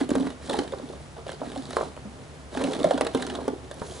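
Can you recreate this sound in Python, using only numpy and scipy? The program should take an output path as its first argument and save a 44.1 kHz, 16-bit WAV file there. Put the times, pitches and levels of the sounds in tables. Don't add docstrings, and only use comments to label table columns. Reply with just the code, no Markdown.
import sys
import numpy as np
from scipy import signal
from scipy.fft import rfft, irfft
from scipy.io import wavfile
from scipy.ndimage import uniform_filter1d

SR = 44100
rng = np.random.default_rng(int(sys.argv[2]) if len(sys.argv) > 2 else 0)


def volts(x):
    e = np.asarray(x, float) / 20
    return 10 ** e


def wav_record(signal):
    frames = np.transpose(np.atleast_2d(signal))
    bounded = np.clip(frames, -1, 1)
    quanta = np.round(bounded * 32767).astype(np.int16)
    wavfile.write(sys.argv[1], SR, quanta)


N = 176400


def evened(x):
    return x / np.sqrt(np.mean(x ** 2) + 1e-20)


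def read(points, hz):
    f, value = np.transpose(points)
    return np.interp(np.log(hz + 1), np.log(f + 1), value)


def shape(x, gain):
    return irfft(rfft(x) * gain(np.fft.rfftfreq(N, 1 / SR)), N)


def add(mix, start_s, sound):
    part = mix[max(round(start_s * SR), 0):][:len(sound)]
    part += sound[:len(part)]


def burst(hz, swell_s, power):
    t = np.arange(SR // 10) / SR
    swell = t / swell_s * np.exp((1 - (t / swell_s) ** power) / power)
    return swell * np.sin(2 * np.pi * hz * t)


def ring(hz, t60_s, rise_s):
    t = np.arange(SR // 10) / SR
    rise = np.sin(np.pi / 2 * np.minimum(t / rise_s, 1)) ** 2
    x = rise * volts(-60 * t / t60_s) * np.sin(2 * np.pi * hz * t)
    return x / abs(x).max()


def body(modes, rise_s, spread, vary_db):
    out = 0
    for hz, t60_s, db in modes:
        a, b = rng.standard_normal(2)
        out = out + volts(db + vary_db * b) * np.sign(a) * ring(hz * (1 + spread * a), t60_s, rise_s)
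    return out


# pitch_hz, level_db
ROOM_COLOUR = [(25, -21), (55, -11.5), (110, -4), (230, -10.5), (570, -12.5), (1030, -17.5), (2600, -25),
               (11000, -34)]
# pitch_hz, likeness (0 to 1)
ROOM_LIKENESS = [(60, 1), (350, 0.98), (2000, 0.044), (11500, 0.78)]


def room():
    air_db, hum_db, overtone_db = -46, -48, -7.5
    hum_hz, hum_width_hz = 72, 10
    a, b, c = rng.standard_normal((3, N))

    def same(hz):
        return np.clip(read(ROOM_LIKENESS, hz), 0, 1)

    def peak(hz, k):
        return 1 / (1 + (2 * (hz - k * hum_hz) / hum_width_hz / k) ** 2)

    right = shape(a, same) + shape(b, lambda hz: np.sqrt(1 - same(hz) ** 2))
    air = evened(np.array([shape(v, lambda hz: volts(read(ROOM_COLOUR, hz))) for v in (a, right)]))
    hum = evened(shape(c, lambda hz: peak(hz, 0.99) + volts(overtone_db) * peak(hz, 2.04)))
    hum = evened(hum / uniform_filter1d(abs(hum), size=1500) ** .7)
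    return volts(air_db) * air + volts(hum_db) * hum


# start_s, length_s, rolling_db, brushing_db
STIRS = [(-.03, 0.1, -34, -47), (0.08, 0.28, -34.5, -55), (0.385, 0.34, -40, -47), (0.461, 0.2, -32.5, -53),
         (0.61, 0.53, -46.5, -56), (1.158, 0.057, -42.5, -70), (1.252, 0.13, -39.5, -58),
         (1.385, 0.24, -40.5, -55), (1.54, 0.34, -44.5, -50.5), (1.677, 0.26, -38, -49.5),
         (1.882, 0.67, -49.5, -81), (2.508, 0.36, -31.5, -46), (2.757, 0.3, -34, -49),
         (3.014, 0.55, -35, -52.5), (3.423, 0.6, -50, -81), (3.71, 0.9, -43.5, -48.5)]


def stir(column):
    power = np.zeros(N)
    for row in STIRS:
        u = np.clip((np.arange(N) / SR - row[0]) / row[1], 0, 1)
        power += (volts(row[column]) * np.sin(np.pi * u ** .75)) ** 2
    return np.sqrt(power)


def clicks(per_s, spread_db):
    size = volts(spread_db * np.minimum(rng.exponential(1, N), 4))
    return size * (rng.random(N) < per_s / SR) * rng.choice([-1., 1.], N)


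def crowd(hits, make):
    which = rng.integers(0, 10, N)
    return evened(sum(signal.oaconvolve(hits * (which == k), make())[:N] for k in range(10)))


# pitch_hz, width_hz, level_db
BALL = [(1657, 730, 10), (2950, 470, 2), (3555, 420, 4.5), (4000, 200, -5), (7300, 1400, -9)]


def shell(bright_db):
    scuff_s, snap_s = 0.0017, 0.00051
    t, hz = np.arange(1024) / SR, np.fft.rfftfreq(1024, 1 / SR)
    colour = 0
    for f, width, db in BALL:
        a, b = rng.standard_normal(2)
        colour = colour + volts(db + 4.4 * a) / (1 + 1j * 2 * (hz - f * (1 + 0.061 * b)) / width)
    scuff, snap = (rfft(rng.standard_normal(1024) * t / s * np.exp(-t / s)) for s in (scuff_s, snap_s))
    x = irfft(scuff * colour + snap * volts(bright_db + 8.0) * (hz > 5000))
    return x / abs(x).max()


# pitch_hz, t60_s, level_db
TUB = [(272, 0.12, -0.5), (190.8, 0.24, -10.5), (363.5, 0.081, -2), (460, 0.061, -2.5), (605, 0.017, 1.5),
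       (813.4, 0.044, -3.5), (1135, 0.024, -9.5), (1434, 0.058, -18)]


def rolling():
    rolls_per_s, rattles_per_s = 330, 190
    bumps = crowd(clicks(rolls_per_s, 2.64), lambda: body(TUB, 0.0018, 0.071, 5.3))
    rattle = crowd(clicks(rattles_per_s, 2.7), lambda: shell(-13))
    return stir(column=2) * (bumps + volts(-12) * rattle)


# pitch_hz, level_db
BRUSH_COLOUR = [(700, -28), (1100, -7), (2400, -7.5), (3900, -1), (5700, -5.5), (10500, -9.5)]


def brushing():
    grains_per_s = 7400
    clumps = volts(3.24 * evened(uniform_filter1d(rng.standard_normal(N), size=250)))
    grains = clumps * (clicks(grains_per_s, 5.5) + 3 * rng.standard_normal(N))
    return stir(column=3) * evened(shape(grains, lambda hz: volts(read(BRUSH_COLOUR, hz))))


# start_s, level_db, snap_db
TICKS = [(0.0099, -25, -27), (0.0915, -26.5, -5), (0.1054, -20.5, 2), (0.154, -20, -4),
         (0.2698, -28.5, -42), (0.3033, -30, -35), (0.496, -22.5, -10), (0.532, -22.5, -23),
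         (0.589, -20, -18), (0.6772, -31, -20), (0.7218, -32, -13), (1.266, -32, -28), (1.292, -31, -32),
         (1.3184, -30, -4), (1.5595, -33.5, -19), (1.707, -27, -4), (1.731, -30, -14),
         (1.7689, -22.5, -3.5)]
# start_s, level_db, snap_db
SHAKE_TICKS = [(2.573, -22.5, -9.5), (2.595, -28.5, -31), (2.6397, -19, -6), (2.7347, -24, -36),
               (2.8427, -19, -5.5), (2.9082, -19, -27), (2.9777, -21.5, -28), (3.0107, -14.5, -5.5),
               (3.049, -25.5, -7), (3.0676, -19.5, -19), (3.1486, -19, -7), (3.1743, -24.5, -8.5),
               (3.2234, -21, -10), (3.267, -22.5, -8), (3.299, -25, -13), (3.3515, -20.5, -19),
               (3.481, -25, -3.5), (3.7128, -26.5, -2.5), (3.7425, -32, 2)]


def ticks():
    out = np.zeros(N)
    for s, db, snap_db in TICKS + SHAKE_TICKS:
        add(out, s - .001, volts(db) * shell(snap_db))
        add(out, s + rng.uniform(0.0025, 0.0062), volts(db - 10.5) * shell(snap_db))
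    return out


# start_s, level_db, swell_s
THUMPS = [(0.01, -18, 0.0094), (0.092, -19, 0.0059), (0.113, -12.5, 0.0054), (0.159, -18, 0.0092),
          (0.201, -22, 0.012), (0.232, -27.5, 0.015), (0.266, -23.5, 0.0086), (0.595, -23, 0.01),
          (0.83, -33, 0.011), (1.418, -31.5, 0.0088), (1.471, -28, 0.0055), (1.566, -29.5, 0.012),
          (2.571, -22, 0.0061), (2.602, -25.5, 0.01), (2.635, -21.5, 0.01), (2.678, -24.5, .006),
          (2.76, -29.5, 0.0066), (2.81, -22, 0.0074), (2.853, -21, .007), (2.941, -19, 0.0072),
          (3.016, -25, 0.0089), (3.151, -15, 0.0062), (3.346, -29.5, 0.011), (3.415, -31, 0.012),
          (3.482, -20.5, 0.0054)]


def thumps():
    out = np.zeros(N)
    for s, db, swell_s in THUMPS:
        floor = burst(TUB[0][0], swell_s, 1.74)
        add(out, s, volts(db) * (floor + volts(-13) * body(TUB[1:], 0.0015, 0.022, 4.5)))
    return out


# start_s, level_db, pitch_hz
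TAPS = [(.105, -23, 570), (.507, -22, 574), (0.521, -24.5, 480), (0.556, -32, 507), (.619, -25, 497),
        (.644, -35, 700), (.798, -28, 548), (.934, -32.5, 590), (1.166, -40, 820), (1.291, -28.5, 587),
        (1.318, -31.5, 649), (1.432, -30, 730), (1.707, -30.5, 720), (1.733, -31, 554), (1.966, -34.5, 570),
        (2.55, -26.5, 645), (2.633, -22.5, 420), (2.699, -27, 501), (2.722, -26.5, 484),
        (2.751, -27.5, 626), (2.804, -25, 495), (2.945, -25, 420), (3.712, -30, 585), (3.3, -31, 810),
        (3.357, -30.5, 662), (3.824, -30, 890)]


def taps():
    swell_s = 0.0023
    out = np.zeros(N)
    for s, db, hz in TAPS:
        add(out, s, volts(db) * (burst(hz, swell_s, 1.4) + 0.54 * burst(hz * 1.825, swell_s * 0.33, 1)))
    return out


# start_s, level_db,
# pitch_hz, swell_cycles
JOLTS = [
    (.114, -27, 119, 0.24),
    (2.015, -38.5, 135, 2.1),
    (2.05, -34, 207, 2.35),
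    (2.853, -27, 175, 1.9),
    (3.147, -29, 136, 0.29),
    (3.817, -26.5, 168, 0.19),
]


def jolts():
    out = np.zeros((2, N))
    for k, (s, db, hz, cycles) in enumerate(JOLTS):
        lean_db = 6.3 * (k == len(JOLTS) - 1)
        for side, channel in zip((.5, -.5), out):
            add(channel, s, volts(db + side * lean_db) * burst(hz, cycles / hz, 1))
    return out


# start_s, level_db, pitch_hz, swell_s
POPS = [(0.153, -14, 470, 0.0014), (0.4975, -17, 498, 0.0019), (0.541, -20, 834, 0.0038),
        (0.723, -26.5, 510, 0.0039), (0.899, -26.5, 396, 0.0026), (1.266, -25, 630, 0.0023),
        (1.416, -19, 587, 0.0019), (1.561, -25.5, 670, 0.0025), (1.786, -22, 605, 0.0031),
        (1.8285, -19.5, 604, 0.0018), (2.612, -17.5, 535, 0.0014), (2.642, -21, 571, 0.0041),
        (2.708, -27.5, 460, 0.004), (2.843, -8.5, 605, 0.0046), (2.885, -33, 593, 0.0043),
        (2.979, -20, 575, 0.0035), (3.049, -21, 450, 0.0036), (3.387, -20.5, 503, 0.00207),
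        (3.533, -23.5, 380, 0.0034), (3.919, -34.5, 640, 0.003)]
# start_s, level_db, pitch_hz, swell_s
SLAPS = [(0.269, -20, 557, 0.0013), (0.589, -13.5, 434, 0.002), (0.736, -17.5, 516, 0.0015),
         (1.768, -9.5, 625, 0.0012), (1.81, -15, 650, 0.0015), (1.976, -31, 563, 0.00099),
         (2.909, -9, 618, 0.00292), (3.01, -8.5, 586, 0.0018), (3.064, -17.5, 496, 0.00262),
         (3.1482, -10.5, 450, 0.00174), (3.4795, -11.5, 477, 0.00189), (3.818, -20.5, 613, 0.00137)]


def pops():
    out = np.zeros(N)
    for s, db, hz, swell_s in POPS + SLAPS:
        overtone = (.0012 / swell_s) ** 2 * burst(hz * 1.72, swell_s * 0.39, 1)
        add(out, s, volts(db) * (burst(hz, swell_s, 2.7) + overtone))
        add(out, s + 2 * swell_s, volts(db - 13.0) * body(TUB[3:], 0.00061, 0.054, 0.73))
    return out


# start_s, level_db, pitch_hz
CLINKS = [(.199, -33, 4240), (0.225, -35.5, 3300), (.498, -23, 3600), (0.511, -25.5, 3470),
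          (0.538, -26, 3220), (.61, -44, 3650), (.785, -36.5, 3680), (.889, -38.5, 3520), (1.28, -34, 2900),
          (1.285, -34, 3400), (1.301, -30, 3320), (1.33, -34, 4000), (1.345, -40, 4230), (1.493, -39, 3430),
          (1.5184, -35, 3150), (1.576, -33, 3780), (1.623, -37, 3700), (1.654, -32, 3830),
          (1.852, -44, 3600), (1.9648, -37, 2490), (2.5484, -34, 3500), (2.749, -27, 3550),
          (2.831, -23.5, 3650), (2.915, -32, 2950), (2.937, -32, 4120), (2.944, -30, 3060),
          (3.018, -28, 3580), (3.074, -33, 3830), (3.2493, -39, 3700), (3.33, -42, 3800), (3.91, -33, 3320)]


def clinks():
    swell_s = 0.00099
    out = np.zeros(N)
    for s, db, hz in CLINKS:
        upper = burst(hz * rng.uniform(1.08, 1.2), swell_s * 1.06, 1.1)
        add(out, s, volts(db - 5.5) * (burst(hz, swell_s, 1.43) + 0.72 * upper))
        add(out, s, volts(db - 1) * shell(4))
    return out


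def echoes(x):
    t60_s, first_s = 0.28, .0015
    t, out = np.arange(.2 * SR) / SR, 0
    for k in range(3):
        hits = rng.standard_normal((2, len(t))) * (rng.random((2, len(t))) < .05)
        hits = hits * volts(-60 * t / t60_s) * (t > first_s)
        hits = signal.lfilter([1], [1, -.6], hits + 0.24 * hits[::-1])
        turn = np.cos(np.pi * (np.arange(N) / SR * 7.3 + k / 3)) * np.sqrt(2 / 3)
        out = out + signal.oaconvolve(turn * x[None], hits / np.linalg.norm(hits[0]), axes=1)[:, :N]
    side = shape((out[0] - out[1]) / 2, lambda hz: 2.0 * hz / (hz + 1200))
    return out.mean(0) + np.array([side, -side])


# pitch_hz, width_hz, level_db
SLIDE_COLOUR = [(6840, 800, 0), (9800, 1800, -2)]


def slide():
    start_s, rise_s, level_db = 3.75, .13, -52
    a, b = rng.standard_normal((2, N))

    def tone(hz):
        return sum(volts(db) / np.sqrt(1 + (2 * (hz - f) / w) ** 2) for f, w, db in SLIDE_COLOUR)

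    pair = np.array([shape(a, tone), volts(-2) * shape(1.2 * a + .45 * b, tone)])
    return volts(level_db) * evened(pair) * np.clip((np.arange(N) / SR - start_s) / rise_s, 0, 1)


# pitch_hz, lead_radians
LEAD = [(30, -.6), (260, -.85), (1100, -.75), (1900, -.3), (2500, -1), (3500, -.4), (11000, -.5)]


def scene():
    tilt_db, echo_db = -2, -12
    tub = rolling() + brushing() + ticks() + thumps() + taps() + pops() + clinks()
    both = (tub + volts(echo_db) * echoes(tub)) * volts(np.array([[.5], [-.5]]) * tilt_db)
    both = both + room() + jolts() + slide()
    turned = [shape(v, lambda hz: np.exp(1j * side * read(LEAD, hz))) for v, side in zip(both, (.5, -.5))]
    return np.array(turned)


def roll_off(x):
    return signal.sosfilt(signal.butter(12, 12140, fs=SR, output="sos"), x)


def record(dry):
    edge_hz, leak_db = 11020, -29

    def edge(hz):
        return np.where(hz < edge_hz, 1, volts(leak_db - .004 * (hz - edge_hz)))

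    mix = np.array([shape(v, edge) for v in dry])
    return roll_off(mix)


dry = scene()
out = record(dry)
wav_record(out)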